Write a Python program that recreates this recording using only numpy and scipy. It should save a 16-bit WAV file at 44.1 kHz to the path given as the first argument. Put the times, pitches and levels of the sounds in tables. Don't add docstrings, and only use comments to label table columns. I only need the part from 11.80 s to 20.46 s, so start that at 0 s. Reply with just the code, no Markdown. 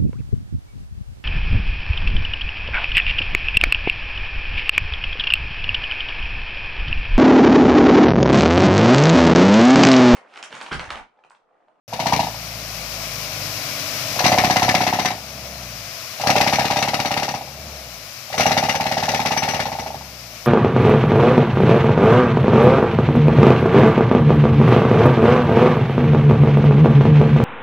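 import sys
import numpy as np
from scipy import signal
from scipy.fft import rfft, irfft, next_fast_len
from scipy.io import wavfile
from scipy.ndimage import uniform_filter1d, map_coordinates

SR = 44100
rng = np.random.default_rng(int(sys.argv[2]) if len(sys.argv) > 2 else 0)


def store_wav(level_fs):
    pcm = np.round(np.clip(np.atleast_2d(level_fs), -1, 1) * 32767)
    wavfile.write(sys.argv[1], SR, pcm.T.astype(np.int16))


def ratio_of_db(decibels):
    return 10 ** (np.asarray(decibels, float) / 20)


N = 381906
T = np.arange(N) / SR
M = next_fast_len(N)
HZ = np.maximum(np.fft.rfftfreq(M, 1 / SR), 1)


def rms_one(x):
    return x / np.sqrt(np.mean(x ** 2) + 1e-20)


def in_time(rows):
    s, *columns = np.transpose(rows)
    return [np.interp(T, s, c) for c in columns]


def at_hz(points):
    hz, value = np.array(points).T
    return np.interp(np.log(HZ), np.log(hz), value)


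def drift(rate):
    knots = rng.standard_normal(2000)
    return map_coordinates(knots, [np.minimum(T * rate * 2, 1990)], order=3)


def resonance(x, hz, width):
    r = np.exp(-np.pi * width / SR)
    zeros = np.array([1, 0, -1]) * (1 - r * r) / 2
    poles = [1, -2 * r * np.cos(2 * np.pi * hz / SR), r * r]
    return signal.lfilter(zeros, poles, x + 1e-18)


def high_pass(x, hz):
    return signal.sosfilt(signal.butter(2, hz, "high", fs=SR, output="sos"), x)


def clicks(times, db):
    out = np.zeros(N)
    out[(np.asarray(times) * SR).astype(int)] = ratio_of_db(np.asarray(db))
    return out


def swell(x, rise_s, fall_s):
    for tau in (rise_s, fall_s):
        x = signal.lfilter([1], [1, -np.exp(-1 / (tau * SR))], x + 1e-18)
    return x / (rise_s * SR)


# frequency in Hz, likeness from 0 to 1.
PORT_LIKENESS = [(60, 0.69), (130, 1), (290, 0.9), (640, 0.93), (1410, 0.63), (3100, 0.31), (6820, 0.19),
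                 (15000, .05)]


def noise(spectrum):
    mid, side = rfft(rng.standard_normal((2, M)))
    alike = np.clip(at_hz(PORT_LIKENESS), -1, 1)
    pair = np.sqrt(1 + alike) * mid + np.sqrt(1 - alike) * side * [[1], [-1]]
    return rms_one(irfft(pair * ratio_of_db(at_hz(spectrum)), M)[:, :N])


# time in seconds, firing rate in Hz, firing tone in dB, higher orders in dB.
ENGINE = [(0.08, 56.1, -62, -48), (0.4, 55.5, -45, -38), (1.1, 54.4, -42, -38.5), (1.7, 50, -48, -35.5),
          (1.85, 50.26, -54, -39.5), (2.4, 49.5, -50, -39), (3.25, 60.42, -52, -44), (3.68, 70, -43, -43),
          (3.95, 56, -44, -40.5), (4.25, 42.2, -63, -53), (4.95, 52.4, -56, -48), (5.55, 64, -58, -42),
          (5.86, 75.5, -38.5, -44), (6.25, 50, -53, -48), (6.45, 42, -70, -51), (7.7, 60.25, -56, -56),
          (8.08, 74.7, -42.5, -39.5), (8.66, 50.6, -54, -49)]
# multiple of the firing rate, level in dB.
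ENGINE_ORDERS = [(2, -6), (2.5, -15), (3, -9), (4, -19), (5, -21)]
# frequency in Hz, density in dB per Hz.
CASING_RUMBLE = [(21, -48), (35, -37), (53, -59), (91, -4), (123, 2), (164, -7.5), (209, -6), (376, -14),
                 (451, -10), (648, 0), (891, -11), (1070, -15), (1300, -15.5), (1690, -26), (2860, -120)]
# frequency in Hz, density in dB per Hz.
AIR_LEAK = [(590, -69), (1000, -1.5), (1300, -1), (1570, -2), (2380, 0.5), (3480, -3.5), (4090, -2),
            (4380, -1.5), (5460, 2.5), (8470, -14), (9730, -13), (11400, -7.5), (12500, -12), (13800, -7.5),
            (15800, -14)]
# frequency in Hz, width in Hz, level in dB.
LEAK_WHISTLES = [(2320, 400, -5.5), (4053, 12, 1), (4740, 9, 4), (5190, 23, 0), (6030, 12, 2),
                 (11480, 290, -13), (13600, 210, -23)]
# time in seconds, hiss level in dB.
PHONE_GAIN = [(0.08, -53), (0.28, -51), (0.46, -43.5), (1.15, -39.5), (2.35, -35.5), (2.6, -41),
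              (3.35, -46), (4.36, -42), (5.6, -48), (5.9, -46.5), (6.48, -45), (6.8, -49), (8.0, -49),
              (8.66, -46.5)]


def compressor(work):
    firing_hz, tone_db, orders_db = in_time(ENGINE)
    gain_db, = in_time(PHONE_GAIN)

    turn = 2 * np.pi * np.cumsum(uniform_filter1d(firing_hz, size=9000)) / SR
    firing = ratio_of_db(uniform_filter1d(tone_db, size=9000)) * np.sin(turn)
    orders = np.zeros(N)
    for k, db in ENGINE_ORDERS:
        level = ratio_of_db(db + orders_db + 1.3 * drift(5.5))
        orders += level * np.sin(k * turn + 0.12 * k * drift(7.5))

    idle_hz, idle_db, rise_db_per_hz = 50, 1.36, 0.2634
    idle = ratio_of_db(gain_db + idle_db + rise_db_per_hz * (firing_hz - idle_hz))
    shaken = work * ratio_of_db(-22)
    casing = noise(CASING_RUMBLE)
    upper = high_pass(casing, 380)
    rumble = upper * np.hypot(idle, shaken) + (casing - upper) * np.hypot(idle, shaken * ratio_of_db(-5))
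    rumble = rumble * ratio_of_db(-1.0 + 0.9 * np.sin(turn) + 0.23 * drift(6))

    hiss_db = 20 * np.log10(np.hypot(ratio_of_db(gain_db), work * ratio_of_db(-38.5)))
    white = rng.standard_normal((2, N))
    whistles = rms_one(sum(ratio_of_db(db) * resonance(white, hz, width) for hz, width, db in LEAK_WHISTLES))
    hiss = (noise(AIR_LEAK) + ratio_of_db(-7) * whistles) * ratio_of_db(hiss_db + 8.0 + 0.35 * drift(15))
    return np.sqrt(2) * (firing + orders + fan_whine()) + rumble + hiss


# first blow in seconds, last blow in seconds,
# first pop in dB, last pop in dB, air blast in dB at a 0 dB pop.
STEADY_RUNS = [
    (0.127, 0.325, -19, -4, -6.5),
    (2.577, 2.943, -3, -4.5, -11),
    (3.005, 3.249, -6.5, -8.5, -11.5),
    (4.604, 4.786, -5, -6.5, -10),
    (4.845, 5.481, -9, -13, -9.5),
    (6.709, 6.886, -5.5, -9.5, -11.5),
    (6.945, 7.394, -10, -8.5, -13),
    (7.452, 7.793, -9, -11.5, -10.5),
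]
# time in seconds, muffler pop in dB,
# air blast in dB, return pop in dB relative to the first.
UNEVEN_STROKES = [(0.393, -6.5, -15.5, -7.5), (0.47, -15.5, -35, -22), (0.544, -27.5, -40, -13),
                  (2.363, -17, -46, -18), (2.405, -6.5, -53, -25), (2.456, -1.5, -12, -9),
                  (2.518, -0.5, -18, -5), (3.306, -11.5, -28.5, -13), (3.38, -26, -49, -10),
                  (4.399, -19, -31, -13), (4.437, -10.5, -42, 0), (4.494, -3, -12.5, -10),
                  (4.555, -5.5, -14.5, -4), (5.54, -14, -27, -9), (5.61, -21, -42, -20),
                  (5.675, -30, -44, -17), (6.502, -24.5, -53, -20), (6.542, -15, -41, -12),
                  (6.598, -6.5, -13.5, -8), (6.657, -3, -16, -8.5), (7.855, -12.5, -28, -6),
                  (7.918, -14.5, -29, -2), (7.987, -14.5, -29, -5), (8.062, -16.5, -33.5, -3),
                  (8.144, -19, -38, -25), (8.21, -27, -44, -19)]


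def cycles():
    rows = list(UNEVEN_STROKES)
    usual_gap_s = .059
    spreads = [.0004, .8, 1.0, 2.5]
    for first_s, last_s, first_db, last_db, air_db in STEADY_RUNS:
        count = round((last_s - first_s) / usual_gap_s) + 1
        chance = rng.standard_normal((count, 4)) * spreads
        s = np.linspace(first_s, last_s, count)
        pop_db = np.linspace(first_db, last_db, count)
        blast_db = air_db + 0.76 * pop_db
        back_db = -11.5 - 0.39 * pop_db
        rows += list(map(tuple, np.transpose([s, pop_db, blast_db, back_db]) + chance))
    s, pop_db, blast_db, back_db = np.transpose(sorted(rows))
    pop_share = 0.58
    thump_db = -10.5 + pop_share * pop_db + (1 - pop_share) * blast_db
    return np.transpose([s, pop_db, blast_db, thump_db, back_db])


def strokes(cycle):
    s = cycle[:, 0]
    gap = np.clip(np.diff(s, append=s[-1] + 0.032), .03, .085)
    share, lead_s = .65, .011
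    return s + share * gap - lead_s + 0.00069 * rng.standard_normal(len(s))


def effort(cycle):
    s, pop_db = cycle[:, 0], cycle[:, 1]
    since = T - s[np.maximum(np.searchsorted(s, T) - 1, 0)]
    working = ratio_of_db(np.interp(T, s, pop_db)) * (np.abs(since) < .09)
    settle_s = 0.17
    return uniform_filter1d(working, size=int(settle_s * SR))


# burst start in seconds, muffler pitch in Hz, near echo delay in seconds,
# near echo in dB, far echo delay in seconds, far echo in dB.
STANCES = [
    (0.1, 840, .0062, -13, .0135, -9),
    (2.35, 745, .0054, -14, .0175, -11),
    (4.38, 800, .0049, -12, .0135, -10),
    (6.49, 830, .0036, -10, .0125, -7),
]


def muffler(cycle, back_s):
    s, pop_db, _, _, back_db = cycle.T
    start_s, muffler_hz = np.transpose(STANCES)[:2]
    stance = np.searchsorted(start_s, s) - 1
    pop_hz = muffler_hz[stance] * (1 + .025 * rng.standard_normal(len(s)))
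    flat, recovery_s = 0.065, 0.22
    pop_hz = pop_hz * (1 - flat * np.exp((start_s[stance] - s) / recovery_s))

    pops, t = np.zeros(N), np.arange(1300) / SR
    shape = np.exp(-((t - .0042) / .0020) ** 2)
    climbing = t + 14 * (t - .0042) ** 2
    all_s = np.r_[s, back_s]
    all_db = np.r_[pop_db, pop_db + back_db]
    all_hz = np.r_[pop_hz, .97 * pop_hz]
    for at, db, hz in zip(all_s, all_db, all_hz):
        i = int((at - .0024) * SR)
        pops[i:i + len(t)] -= ratio_of_db(db - 4.0) * shape * np.sin(2 * np.pi * hz * climbing)

    mutter = rms_one(resonance(resonance(rng.standard_normal(N), 570, 630), 730, 570))
    mutter = mutter * swell(clicks(s + 0.0031, pop_db - 21.0), 0.0078, 0.011)
    return pops + 2 * housing(pops) + mutter


def stance_spans():
    ends = [int(row[0] * SR) for row in STANCES] + [N]
    return list(zip(ends, ends[1:]))


# frequency in Hz, width in Hz, level in dB.
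HOUSING_MODES = [
    (880, 45, -17),
    (727, 21, -7),
    (829, 50, -19.5),
    (822, 69, -14),
]


def housing(pops):
    out = np.zeros(N)
    for (hz, width, db), (a, b) in zip(HOUSING_MODES, stance_spans()):
        burst = np.zeros(N)
        burst[a:b] = pops[a:b]
        out += ratio_of_db(db) * resonance(burst, hz, width)
    return out


# time in seconds, peak in dB, ground thump in dB.
LOOSE_STRIKES = [(2.392, -2.5, -46), (2.44, -2, -22), (4.4114, -12.5, -64), (4.4703, -3, -20),
                 (6.527, -12.5, -58), (6.5792, -4, -25)]
# frequency in Hz, density in dB per Hz.
AIR_BLAST = [(680, -6), (1150, -6), (1210, -2), (1600, -1.5), (1820, 8), (2790, 5), (3080, -1), (3760, 1.5),
             (5960, 0.5), (6570, -8.5), (7660, -14.5), (9650, -20.5), (11500, -13.5), (15000, -24.5),
             (15800, -14)]
# frequency in Hz, width in Hz, level in dB.
STEEL_MODES = [(1214, 180, -6), (1770, 47, -6), (2195, 120, -2), (2820, 120, 0), (3800, 67, -1.5),
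               (4240, 150, -2.5), (4760, 59, -4), (5870, 38, 2)]
# frequency in Hz, width in Hz, level in dB.
GROUND_MODES = [(106.5, 174, 6.5), (180, 65, -1), (264.6, 75, 5.5), (486, 43, -16)]


def blows(cycle, back_s):
    s, pop_db, blast_db, thump_db, back_db = cycle.T
    loose_s, loose_db, loose_thump_db = np.transpose(LOOSE_STRIKES)
    hit_s = np.r_[s + .0062, loose_s]
    hit_db = np.r_[blast_db + 3, loose_db - 8]

    burst = swell(clicks(hit_s, hit_db), 0.0023, 0.007)
    burst = burst + swell(clicks(back_s + 0.004, blast_db + 0.13 * back_db - 9.5), 0.0007, 0.02)
    burst = burst + swell(clicks(s - .0005, pop_db - 16), 0.00069, 0.0052)
    late, size = rng.random((len(hit_s), 2)).T
    bounce_s = hit_s + 0.0064 + late * (0.034 - 0.0064)
    bounce_db = hit_db - 7 + 3 * (2 * size - 1)
    burst = burst + swell(clicks(bounce_s, bounce_db), 0.00043, 0.0023)
    gusty = burst * ratio_of_db(1.8 * drift(130))
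    air = noise(AIR_BLAST) * gusty

    rattle = rng.standard_normal((2, N)) + 0.93 * rng.standard_normal(N)
    rattle = rattle * gusty + clicks(hit_s + .0021, hit_db - 7.0)
    steel = np.zeros((2, N))
    for hz, width, db in STEEL_MODES:
        strength_db = 4 * drift(10) - 2
        steel += ratio_of_db(db + strength_db) * resonance(rattle, hz, width) / np.sqrt(width)

    t = np.arange(-200, 201) / SR / 0.0011
    kick = t * np.exp(.5 - t ** 2 / 2)
    push = clicks(hit_s - .0011, np.r_[thump_db, loose_thump_db] - 5.0)
    push = push + clicks(back_s + 0.00572, thump_db - 11.5)
    push = signal.fftconvolve(push, kick)[:N]
    rings = sum(ratio_of_db(db) * resonance(push, hz, width) for hz, width, db in GROUND_MODES)
    knock = resonance(resonance(clicks(hit_s - .0006, hit_db + 31.5), 470, 546), 1305, 400)
    return air + ratio_of_db(24.0) * steel, high_pass(push + ratio_of_db(-1) * rings, 85) + knock


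def yard_echoes(x, scatter_db):
    size = 9000
    out, t = np.zeros((2, N + size)), np.arange(size) / SR
    for (_, _, near_s, near_db, far_s, far_db), (a, b) in zip(STANCES, stance_spans()):
        own = resonance(rng.standard_normal((2, size)), 870, 910)
        scatter = resonance(rng.standard_normal(size), 630, 2300) + 2.36 * own
        paths = scatter * ratio_of_db(scatter_db - 60 * t / 0.14) * (t > .003)
        paths[:, 0] = 1
        paths[:, int(near_s * SR)] += ratio_of_db(near_db)
        paths[:, int(far_s * SR)] += ratio_of_db(far_db)
        out[:, a:b + size - 1] += signal.fftconvolve(x[:, a:b], paths, axes=1)
    return out[:, :N]


# frequency in Hz, then level in dB in bursts 1,
# 2, 3 and 4.
BURST_COLOUR = [(70, 1, 0, 0, -0.5), (113, -1, 2.5, 4.5, 3), (169, -2.5, -4.5, -5, -0.5),
                (246, 2.5, 2, 0.2, -0.2), (330, -5, 4.5, 4, -4.5), (403, 3.5, 5.5, 3.5, 10),
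                (580, 6, 2, 12, 6.5), (634, 7.5, -0.8, 1.5, 8.5), (786, 5.5, 0.7, 2.7, 3.5),
                (845, 0, 3.5, 2.8, -3.5), (990, 8, 8.5, 3.5, 0.5), (1250, -5, -0.5, 2, 2),
                (1810, -6.5, 0.5, -1, 0.7), (3160, -4, -2.1, -1.7, -2)]


def coloured(x):
    out, table = np.zeros((2, N)), np.array(BURST_COLOUR)
    for k, (a, b) in enumerate(stance_spans()):
        size = next_fast_len(b - a)
        hz = np.fft.rfftfreq(size, 1 / SR) + 1
        gain = ratio_of_db(np.interp(np.log(hz), np.log(table[:, 0]), table[:, k + 1]))
        out[:, a:b] = irfft(rfft(x[:, a:b], size) * gain, size)[:, :b - a]
    return out


# start in seconds, end in seconds, start pitch in Hz,
# end pitch in Hz, level in dB.
FAN_GLIDES = [
    (1.35, 2.5, 306, 283.7, -48),
    (5.153, 5.549, 363, 380, -53),
    (6.883, 7.873, 368, 373, -54),
]


def fan_whine():
    out = np.zeros(N)
    swell_s, fade_s, off_db = .3, 0.16, 37
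    for start_s, end_s, start_hz, end_hz, db in FAN_GLIDES:
        hz = np.interp(T, [start_s, end_s], [start_hz, end_hz])
        edge = np.minimum((T - start_s) / swell_s, (end_s - T) / fade_s)
        level = ratio_of_db(db + off_db * (np.clip(edge, -3, 1) - 1) / 2)
        out += level * np.sin(2 * np.pi * np.cumsum(hz) / SR)
    return out


def scene():
    cycle = cycles()
    back_s = strokes(cycle)
    blast, thump = blows(cycle, back_s)
    hammer = muffler(cycle, back_s) + thump + blast
    return coloured(yard_echoes(hammer, scatter_db=-38)) + compressor(effort(cycle))


def band_limit(x):
    return signal.sosfilt(signal.butter(12, 16670, fs=SR, output="sos"), x)


# frequency in Hz, left minus right in dB.
PORT_SHADE = [(40, 2), (110, -0.9), (200, -1), (380, -0.5), (700, -1), (1290, 3.5), (2380, 5.5), (4400, 16),
              (8120, 16), (15000, 18)]
# frequency in Hz, lead of the left port in radians.
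PORT_LEAD = [(0, 0), (1030, 0.1), (1460, 1.3), (1810, 2), (2760, 0.73), (3270, 0.5), (4050, 0.7),
             (5170, -2), (5940, 2), (7150, 5.5), (9560, -30.5), (10100, -16), (12700, -9.5), (16300, -16)]


def record(dry):
    shade = ratio_of_db(-at_hz(PORT_SHADE))
    left = 2 / (1 + shade) / np.sqrt(1 + (46 / HZ) ** 12)
    right = left * shade * np.exp(-1j * at_hz(PORT_LEAD))
    ports = irfft(rfft(dry, M) * [left, right], M)
    top = [HZ < 15560, HZ < 14600]
    start_s = .079
    ports = irfft(rfft(np.tanh(ports)) * top, M)[:, :N] * (T > start_s)
    return band_limit(ports)


dry = scene()
out = record(dry)
store_wav(out)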